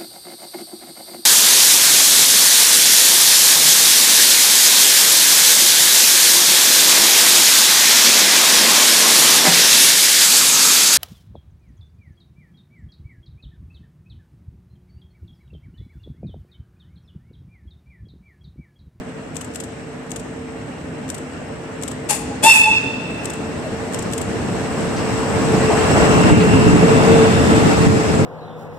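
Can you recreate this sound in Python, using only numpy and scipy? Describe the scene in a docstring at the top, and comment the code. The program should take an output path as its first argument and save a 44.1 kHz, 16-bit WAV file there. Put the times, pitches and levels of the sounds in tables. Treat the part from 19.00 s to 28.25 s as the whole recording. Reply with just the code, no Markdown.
"""Trackside in a rail yard, two microphones: an electric locomotive nears with coaches at 8.1 m/s, humming low.
Its tap changer snaps from notch to notch in bursts of noise; the air whistle, a set of partials over rushing
air, gives a puff and one overblown toot with a low thump, thrown back by walls; the rumble swells around it. A
dull knock comes from the track ahead, then the running gear knocks; two motor blowers, wavering tones, drop in
pitch as they pass a few metres off. Wheel noise grows to a roar and bogies ring over a joint; a limiter ducks
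under the toot and heaviest thuds."""
import sys
import numpy as np
from scipy import signal
from scipy.fft import rfft, irfft
from scipy.io import wavfile
from scipy.ndimage import uniform_filter1d

SR = 44100
rng = np.random.default_rng(int(sys.argv[2]) if len(sys.argv) > 2 else 0)


def output_pcm(signal):
    """Save a mono or channel-first signal as 16-bit PCM at the path in sys.argv[1].

    Samples are clipped to [-1, 1] before scaling.
    """
    pcm = np.clip(np.atleast_2d(signal).T, -1, 1) * 32767
    wavfile.write(sys.argv[1], SR, np.round(pcm).astype(np.int16))


N = 407925
TIME = np.arange(N) / SR
SPEED = 8.1  # of the train, m/s


def gain_of(db):
    """Decibels to a factor."""
    return 10 ** (np.asarray(db) / 20)


def evened(x):
    """Scaled to an rms of one."""
    return x / np.sqrt(np.mean(x ** 2) + 1e-20)


def read(points, hz):
    """A spectrum table at the frequencies hz, joined on a log axis."""
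    f, value = np.transpose(points)
    return np.interp(np.log(hz + 1), np.log(f + 1), value)


def drift(hz):
    """Slow chance of unit rms, up to about hz."""
    knots = np.arange(0, TIME[-1] + 1, .5 / hz)
    return evened(np.interp(TIME, knots, rng.standard_normal(len(knots))))


def noise(colour):
    """Two unrelated channels of noise, shaped by a colour table."""
    f = np.fft.rfftfreq(N, 1 / SR)
    spectrum = rfft(rng.standard_normal((2, N))) * gain_of(read(colour, f))
    return evened(irfft(spectrum, N))


def envelope(age, attack, hold, release):
    """A smooth rise times an exponential fade that starts at hold (all s)."""
    rise = np.sin(np.pi / 2 * np.clip(age / attack, 0, 1)) ** 2
    return rise * np.exp(-np.maximum(age - hold, 0) / release)


def falloff(t, abreast, metres, spread_db):
    """Level/dB of a passing source, relative to its closest moment."""
    distance = np.hypot(SPEED * (t - abreast), metres)
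    return -spread_db * np.log10(distance / metres)


def doppler(t, abreast, metres):
    """Pitch factor of a source that passes at the given time and distance: high nearing, low leaving."""
    along = SPEED * (t - abreast)
    return 1 - along / np.hypot(along, metres) * SPEED / 343


# Relative colour of the rolling noise, train far down the track and abreast: (f/Hz, level/dB per Hz)
FAR_COLOUR = [(40, -10.5), (80, -3.5), (150, -3), (200, -3.5), (270, -0.5), (370, -7.5), (600, -6.5),
              (1000, -13.5), (1800, -17), (3200, -34.5), (4800, -41), (8200, -42), (9800, -53),
              (14500, -63)]
NEAR_COLOUR = [(40, -37), (78, -2), (130, -2), (200, 1), (290, -4.5), (400, -8), (700, -11.5), (1000, -15),
               (2000, -20.5), (3200, -26), (4500, -28), (8000, -31), (10000, -38), (14500, -51.5)]
# Narrow whines of motors and gears above the hiss:
# (f/Hz, width/Hz, lift far off/dB, extra lift abreast/dB, abreast t/s)
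GEAR_WHINES = [(2720, 175, 4.5, 9, 7.43), (3550, 100, -4, 14.5, 8.27), (5240, 78, 9.5, 2, 7.7),
               (7860, 1060, 8, 1, 6.1), (7880, 170, 1.5, 5, 7)]
# Wheel groups of the locomotive and first coach:
# (abreast t/s, distance/m, rumble level/dB, rail roar level/dB, hiss level/dB)
WHEEL_GROUPS = [(7.05, 2.63, -17.5, -17, -26.5), (7.3, 1.45, -12, -23, -64), (8.08, 2.8, -14.5, -18, -30),
                (8.66, 2.17, -15.5, -21.5, -28.5), (9.0, 2.8, -18, -27, -49)]
# Loss for each tenfold distance: (rumble/dB, rail roar/dB, hiss/dB)
ROLLING_SPREAD = (19, 19.5, 16)
# Left-right likeness at the microphones, train far off and abreast: (f/Hz, likeness -1 to 1)
LIKENESS_FAR = [(60, 0.86), (180, 1), (540, 0.68), (1600, 0.08), (4500, 0.027)]
LIKENESS_NEAR = [(60, .25), (150, .45), (300, .64), (600, .72), (1400, .3), (4000, .03)]
SWELL_S, SWELL_WIDTH_S, SWELL_DB = 3.5, 0.69, 2  # the rumble swells for a while around the toot


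def rolling(patchy_db=1.0, flicker_db=0.5, surge_db=1.5, low_hz=460, high_hz=2600, lag_ms=0.28):
    """Each bogie's rumble, rail roar and hiss swell as it nears; their colour shifts as the train comes abreast."""
    hop, size = 256, 1024
    frames, hz = N // hop + 5, np.fft.rfftfreq(size, 1 / SR)
    t = np.arange(frames)[:, None] * hop / SR
    a, b, c, d, patches = rng.standard_normal((5, frames, 513))
    left, other = a + 1j * b, c + 1j * d

    near = np.interp(t, [3.5, 7.1], [0, 1])
    colour = gain_of((1 - near) * read(FAR_COLOUR, hz) + near * read(NEAR_COLOUR, hz))
    for centre, width, far_db, close_db, abreast in GEAR_WHINES:
        db = far_db + close_db / (1 + ((t - abreast) / 0.39) ** 2)
        offset = hz - centre * doppler(t, abreast, 20.0)
        colour = colour * gain_of(db / (1 + (2 * offset / width) ** 2))

    rumble = 1 / (1 + (hz / low_hz) ** 6)
    hiss = 1 - 1 / (1 + (hz / high_hz) ** 6)
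    roar = 1 - rumble - hiss
    power = 0
    for k, band in enumerate((rumble, roar, hiss)):
        layer = colour ** 2 * abs(band)
        arriving = 0
        for abreast, metres, *levels_db in WHEEL_GROUPS:
            db = levels_db[k] + falloff(t, abreast, metres, ROLLING_SPREAD[k])
            arriving = arriving + gain_of(db) ** 2
        power = power + layer / layer.sum(1, keepdims=True) * arriving

    likeness = (1 - near) * read(LIKENESS_FAR, hz) + near * read(LIKENESS_NEAR, hz)
    likeness = np.clip(likeness, -1, 1)
    # close by, the shared sound reaches the right microphone first
    lead_ms = np.interp(t, [6.7, 7.2], [0, lag_ms])
    lead = np.exp(2j * np.pi * hz * lead_ms / 1000)
    right = likeness * left * lead + np.sqrt(1 - likeness ** 2) * other

    patches = evened(uniform_filter1d(uniform_filter1d(patches, 8, axis=0), 16, axis=1))
    flicker = evened(uniform_filter1d(rng.standard_normal((frames, 1)), 4, axis=0))
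    surge = evened(uniform_filter1d(rng.standard_normal((frames, 1)), size=24, axis=0))
    swell_db = SWELL_DB * np.exp(-((t - SWELL_S) / SWELL_WIDTH_S) ** 2)
    rumble_db = rumble * (swell_db + surge_db * near * surge)
    unsteady = gain_of(patchy_db * patches + flicker_db * flicker + rumble_db)
    z = np.array([left, right]) * np.sqrt(power) * unsteady
    # overlapping unrelated frames loses power by 1.5
    return np.sqrt(1.5) * signal.istft(z.swapaxes(1, 2), nperseg=size, noverlap=size - hop)[1][:, :N]


def tone(hz, level_db, waver, fading):
    """A fan line: it wavers in pitch and fades differently at each microphone."""
    phase = 2 * np.pi * np.cumsum(hz * (1 + waver * drift(8.94))) / SR
    sides = []
    for _ in range(2):
        steady = np.sin(phase) * (1 + fading * drift(9.5))
        sides.append(steady + fading * drift(12.0) * np.cos(phase))
    return gain_of(level_db) * evened(np.array(sides))


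# Motor blowers, front then rear:
# (abreast t/s, distance/m, f/Hz, level abreast before the grille's lift/dB, pitch waver share, fading share)
MOTOR_BLOWERS = [(6.6, 2.11, 440.7, -26, 0.0041, 0.52), (8.9, 4.12, 441.6, -22, 0.00499, 0.48)]
# Air grilles that beam at the listener, one list for each blower: (abreast t/s, width/s, lift/dB)
AIR_GRILLES = [
    [(7.62, 0.73, 15.5)],
    [(7.89, 0.092, 15.5), (8.155, 0.1, 15.5)],
]
# The blowers' note scattered by walls, smeared by many Doppler shifts: (f/Hz, relative level/dB per Hz)
SCATTERED_NOTE = [(380, -44), (425, 4), (442, 10.5), (454, -2), (470, -51.5)]
BLOWER_SPREAD_DB, SCATTERED_SPREAD_DB = 16.5, 16.5  # loss for each tenfold distance
SCATTERED_DB, HUM_DB = -28, -40.5  # scattered note when abreast; upper note of the hum


def blowers():
    """Front and rear blower pass, each with a Doppler drop and grille beams, over a low two-note hum."""
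    out = tone(255.0, HUM_DB, waver=0.0063, fading=0.11)
    out = out + tone(150.0, HUM_DB - 2.5, waver=0.06, fading=0.5)
    for (abreast, metres, hz, db, waver, fading), grilles in zip(MOTOR_BLOWERS, AIR_GRILLES):
        beam_db = sum(extra_db * np.exp(-((TIME - s) / width) ** 2) for s, width, extra_db in grilles)
        level_db = db + falloff(TIME, abreast, metres, BLOWER_SPREAD_DB) + beam_db
        out = out + tone(hz * doppler(TIME, abreast, metres), level_db, waver, fading)
        scattered_db = SCATTERED_DB + falloff(TIME, abreast, metres, SCATTERED_SPREAD_DB)
        out = out + noise(SCATTERED_NOTE) * gain_of(scattered_db)
    return out


# Tap changer notches, levels relative to one another: (t/s, snap level/dB, contact level/dB, latch level/dB)
TAP_NOTCHES = [(.366, -14, -18.5, -28), (.557, -14, -18, -26), (1.116, -15.5, -18, -27),
               (2.100, -12.5, -18.5, -27), (2.834, -12, -15.5, -24), (4.255, -12, -18, -24),
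               (4.944, -11, -17.5, -23.5), (5.134, -11, -14.5, -18.5)]
# Blows that make up snap, contact and latch, one list each: (t after the main snap/s, relative level/dB, decay/s)
LINKAGE_BLOWS = [
    [(-.02, -16, 0.0016), (-.011, -13, 0.0034), (0, -0.5, 0.002)],
    [(.044, -1, 0.0019), (.047, -4, .0028)],
    [(.079, -2.5, 0.0046)],
]
# Colour of the snaps: (f/Hz, relative level/dB per Hz)
SNAP_COLOUR = [(800, -9), (2200, -6), (3000, -1.5), (4500, -8), (6500, -1), (8000, 8.5), (10000, -8),
               (14500, -16)]


def tap_changer(level_db=2.5, ring_db=-26, ring_s=0.017):
    """Each notch is a snap, a bouncing contact and a latch: noise bursts with a fast decay and a fainter slow one."""
    power, age = np.zeros(N), np.arange(SR // 4) / SR
    for s, *stages_db in TAP_NOTCHES:
        for db, blows in zip(stages_db, LINKAGE_BLOWS):
            for after, blow_db, decay in blows:
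                start = round((s + after) * SR)
                fade = np.exp(-age / decay) + gain_of(ring_db) * np.exp(-age / ring_s)
                blow = (1 - np.exp(-age / 0.0016)) * fade
                power[start:start + len(age)] += (gain_of(db + blow_db) * blow) ** 2
    return gain_of(level_db) * np.sqrt(power) * noise(SNAP_COLOUR)


# Time the yard's echoes take to die by 60 dB: (f/Hz, t60/s)
YARD_T60 = [(300, 0.58), (900, 2.4), (2700, 1.78), (3600, 2.3), (8000, 0.85), (13000, 0.26)]


def yard(x):
    """Scattered echoes of the rail yard: sparse random taps, each band dying at its own speed."""
    taps = rng.standard_normal((2, 2 * SR)) * (rng.random((2, 2 * SR)) < .06)
    hz, t, z = signal.stft(taps, SR, nperseg=256)
    fade = gain_of(-60 * t / read(YARD_T60, hz)[:, None])
    onset = 1 - np.exp(-t / 0.0043)
    tail = signal.istft(z * fade * onset, SR, nperseg=256)[1]
    return signal.fftconvolve(np.atleast_2d(x), tail / np.linalg.norm(tail[0]), axes=1)[:, :N]


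# Whistle blasts, a puff and a toot: (start t/s, valve open/s, top f/Hz, fundamental level/dB,
# overblown partials level/dB, escaping air level/dB, air lasts/s, air fade/s)
WHISTLE_BLASTS = [(3.083, 0.025, 870, -11, -34, -18.5, 0.033, 0.034),
                  (3.422, .094, 896.8, -0.5, 2, -13, 0.13, 0.049)]
# Partials that come with overblowing: (multiple of the pitch, relative level/dB, attack/s, flutter 0-1)
OVERBLOWN_PARTIALS = [(2, -33, 0.04, 0), (3, -3.5, 0.11, 0.11), (4, -19.5, 0.032, 0.45),
                      (5, -26.5, 0.089, 1), (6, -21.5, 0.1, 1)]
# pressure builds and drains; without it the pitch lies lower by the share SAG
BUILD_S, DRAIN_S, SAG = 0.0537, 0.0177, 0.061
# the fundamental speaks first and starts to give way by JUMP_S
LOW_ATTACK_S, JUMP_S = 0.095, 0.056
RING_ON_S, RELEASE_S = 0.0063, 0.013  # the pipe sounds on after the valve shuts, then dies


def pipe(delay, shift, low_extra_db, lag, dull_db, waver=0.0064):
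    """The whistle speaks on its fundamental, then jumps to the third partial; the right side lags by lag radians."""
    out, age = np.zeros((2, N)), np.arange(SR // 3) / SR
    for start, hold, top_hz, low_db, high_db, *_ in WHISTLE_BLASTS:
        first = round((start + delay) * SR)
        span = slice(first, first + len(age))
        pressure = envelope(age, BUILD_S, hold, DRAIN_S)
        hz = shift * top_hz * (1 - SAG * (1 - pressure))
        # the turbulent jet shakes the pitch, which blurs the upper partials most
        phase = 2 * np.pi * np.cumsum(hz * (1 + waver * drift(140.0)[span])) / SR
        phase = phase - np.array([[0], [lag]])
        shake = drift(170.0)[span]
        sounding = hold + RING_ON_S
        overblown = 0
        for k, db, attack, flutter in OVERBLOWN_PARTIALS:
            # on long paths each partial above the third loses dull_db more
            level = gain_of(high_db + db - dull_db * max(k - 3, 0))
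            swell = envelope(age, attack, sounding, RELEASE_S) * (1 + flutter * shake)
            overblown = overblown + level * swell * np.sin(round(k) * phase)
        low = gain_of(low_db + low_extra_db) * envelope(age, LOW_ATTACK_S, min(sounding, JUMP_S), RELEASE_S)
        out[:, span] = np.sqrt(2) * (low * np.sin(phase) + overblown)
    return out


# Escaping air, coloured by the pipe's resonances: (f/Hz, relative level/dB per Hz)
AIR_COLOUR = [(150, -27), (600, -3.5), (950, -2.5), (1350, -7), (1800, -6.5), (2150, -5), (2600, -0.5),
              (3100, -7.5), (3500, -6), (4000, -9.5), (4500, -7.5), (4900, -4.5), (5400, -6), (5800, -6.5),
              (6800, -0.5), (8300, 3.5), (10500, -5.5), (14500, -18)]
# Echoes from walls that the train moves away from:
# (delay/s, pitch factor, left level/dB, right level/dB, extra on the fundamental/dB)
WALL_ECHOES = [(.038, 0.98, -15, -1.5, -10), (.092, 0.99, -3, -4.5, -8), (.138, 0.99, -10, -9, -9),
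               (.207, 0.978, -12.5, -13.5, 4.5), (.256, .99, -13, -10.5, -12), (.36, .98, -29, -27, -3)]
AIR_ATTACK_S, SPURT_DB, SPURT_S = 0.02, 1, 0.022  # the first air out of the valve is the strongest
PIPE_HZ, PIPE_FEEDBACK = 886, 0.22  # the air rings in the pipe: its pitch, and the share that comes back once


def whistle(tail_db=-11, tail_low_db=-9, air_tail_db=-12, air_echo_db=-10, gust_db=2, dull_db=4,
            tail_dull_db=5, tail_shift=0.99, tail_waver=0.0175, lag=0.35):
    """Pipe tone and rushing air; echoes return lower because the train runs away from the walls."""
    direct = pipe(0, 1, 0, lag, 0)
    echoes = 0
    for delay, shift, left_db, right_db, low_db in WALL_ECHOES:
        echo = pipe(delay, shift, low_db, rng.uniform(0, np.pi), dull_db)
        echoes = echoes + gain_of([[left_db], [right_db]]) * echo

    flow = 0
    for start, *_, air_db, lasts, fade in WHISTLE_BLASTS:
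        age = TIME - start
        spurt_db = SPURT_DB * np.exp(-((age - AIR_ATTACK_S) / SPURT_S) ** 2)
        flow = flow + gain_of(air_db + spurt_db) * envelope(age, AIR_ATTACK_S, lasts, fade)
    air = noise(AIR_COLOUR) * flow
    air = air + PIPE_FEEDBACK * np.roll(air, round(SR / PIPE_HZ), axis=1)
    air = air * gain_of(gust_db * drift(150.0))
    # the nearest wall returns the air with its sides swapped
    nearest_wall = gain_of(air_echo_db) * np.roll(air[::-1], round(WALL_ECHOES[0][0] * SR), axis=1)

    scattered = gain_of(tail_db) * pipe(0, tail_shift, tail_low_db, 0, tail_dull_db, tail_waver)
    return direct + echoes + air + nearest_wall + yard(scattered + gain_of(air_tail_db) * air)


# Colour of the low thump: (f/Hz, relative level/dB per Hz)
THUMP_COLOUR = [(40, -32), (190, -1), (280, 12), (450, -13), (610, 9), (800, -15), (1500, -45), (6000, -45)]


def low_thump(s=3.428, db=-15, attack_s=0.017, hold_s=.026, decay_s=0.007):
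    """A short low thump of noise at the toot's onset, as from overload."""
    return gain_of(db) * envelope(TIME - s, attack_s, hold_s, decay_s) * noise(THUMP_COLOUR)


# Knocks and a short scrape: a dull knock from the track ahead, then the running gear: (t/s, level/dB, centre
# f/Hz, width/octaves, decay/s)
KNOCKS = [(4.64, -22.5, 580, 0.16, 0.032), (5.965, -35, 4480, 0.63, .035),
          (6.695, -15, 628, 0.61, .022), (6.955, -19, 705, 0.42, 0.016), (7.02, -21, 950, .8, 0.01),
          (7.237, -23, 1600, 0.9, .012), (7.406, -20, 1800, 1.2, 0.012),
          (7.777, -26, 1200, 0.63, 0.0064)]


def knocks(attack_s=0.001):
    """Short knocks and clanks from the track ahead and the running gear: bursts of band noise, alike at both
    microphones."""
    out, age = np.zeros((2, N)), np.arange(8192) / SR
    hz = np.fft.rfftfreq(len(age), 1 / SR) + 1
    for s, db, centre, octaves, decay in KNOCKS:
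        band = np.exp(-(np.log2(hz / centre) / octaves) ** 2)
        burst = evened(irfft(rfft(rng.standard_normal(len(age))) * band, len(age)))
        out[:, round(s * SR):][:, :len(age)] += gain_of(db) * envelope(age, attack_s, 0, decay) * burst
    return out


# Wheels over a rail joint: (t/s, peak level of the ring/dB)
JOINT_THUDS = [(7.239, -2), (7.31, 0.5), (7.37, -3.5), (7.531, -2.5), (7.658, -2.5), (7.727, -1),
               (7.876, -13), (8.471, -9), (8.799, -4), (8.862, 1)]
# What a bogie rings with, before chance shifts each pitch: (f/Hz, relative level/dB, t60/s)
BOGIE_MODES = [(72, -26, .2), (111.6, 17, 0.11), (171, 12, 0.27), (207, 10, 0.16), (291.8, 10, 0.26),
               (390, -26, .08), (720, -18, .05)]
JOLT_HZ, JOLT_DB, JOLT_S = 16, 0, 0.056  # the track bed heaves: pitch, dB over the thud, decay time


def wheels(spread=0.0774):
    """Each wheel drops over a joint and rings its bogie in decaying modes, while the track bed heaves."""
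    out, t = np.zeros((2, N)), np.arange(SR // 3) / SR
    jolt = gain_of(JOLT_DB) * np.sin(2 * np.pi * JOLT_HZ * t) * np.exp(-t / JOLT_S)
    chances = rng.standard_normal((len(JOINT_THUDS), len(BOGIE_MODES), 3))
    for (s, db), chance in zip(JOINT_THUDS, chances):
        ring = 0
        for (hz, mode_db, t60), luck in zip(BOGIE_MODES, chance):
            # chance sets the pitch, and the phase at each microphone
            phase = 2 * np.pi * hz * (1 + spread * luck[0]) * t + luck[1:, None]
            ring = ring + gain_of(mode_db - 60 * t / t60) * np.sin(phase)
        ring = ring * (1 - np.exp(-t / 0.01))
        thud = gain_of(db) * (ring / abs(ring).max() + jolt)
        part = out[:, round(s * SR):][:, :len(t)]
        part += thud[:, :part.shape[1]]
    return out


def scene():
    """The whole pass at the trackside; the yard throws back the snaps as well as the whistle."""
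    snaps = tap_changer()
    train = rolling() + blowers() + wheels() + knocks()
    return train + whistle() + low_thump() + snaps + gain_of(-12.5) * yard(snaps)


def limiter(x, ceiling_db=3.0, recover_db_per_s=36, attack_s=0.0036):
    """Peaks over the ceiling turn both channels down after a moment; the gain creeps back."""
    peak_db = 20 * np.log10(abs(x).max(0) + 1e-9)
    fall = recover_db_per_s * TIME
    held_db = np.maximum.accumulate(peak_db + fall) - fall
    over_db = np.maximum(held_db - ceiling_db, 0)
    keep = np.exp(-1 / (attack_s * SR))
    return x / gain_of(signal.lfilter([1 - keep], [1, -keep], over_db))


# The right microphone is duller in the high treble: (f/Hz, left minus right level/dB)
MICROPHONE_TILT = [(700, 0), (2400, -1), (4200, -1), (5600, 5), (7800, 22), (14000, 7.5)]
EDGE_HZ = 14500  # upper band limit


def record(dry, low_cut_hz=59):
    """Unequal microphones, a limiter that ducks under whistle and thuds, a bass cut, overload, then the band limit."""
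    hz = np.fft.rfftfreq(N, 1 / SR)
    tilt = gain_of(read(MICROPHONE_TILT, hz) * np.array([[.5], [-.5]]))
    tilt = tilt / np.sqrt((tilt ** 2).mean(0))
    bass = 1 / np.sqrt(1 + (low_cut_hz / (hz + 1)) ** 8)
    heard = limiter(irfft(rfft(dry) * tilt, N))
    heard = irfft(rfft(heard) * bass, N)
    # overload bends peaks smoothly towards full scale
    heard = heard / (1 + (heard * heard) ** 6) ** (1 / 12)
    low_pass = signal.firwin(401, EDGE_HZ, window=("kaiser", 8), fs=SR)
    return signal.oaconvolve(heard, low_pass[None], "same")


dry = scene()
out = record(dry)
output_pcm(out)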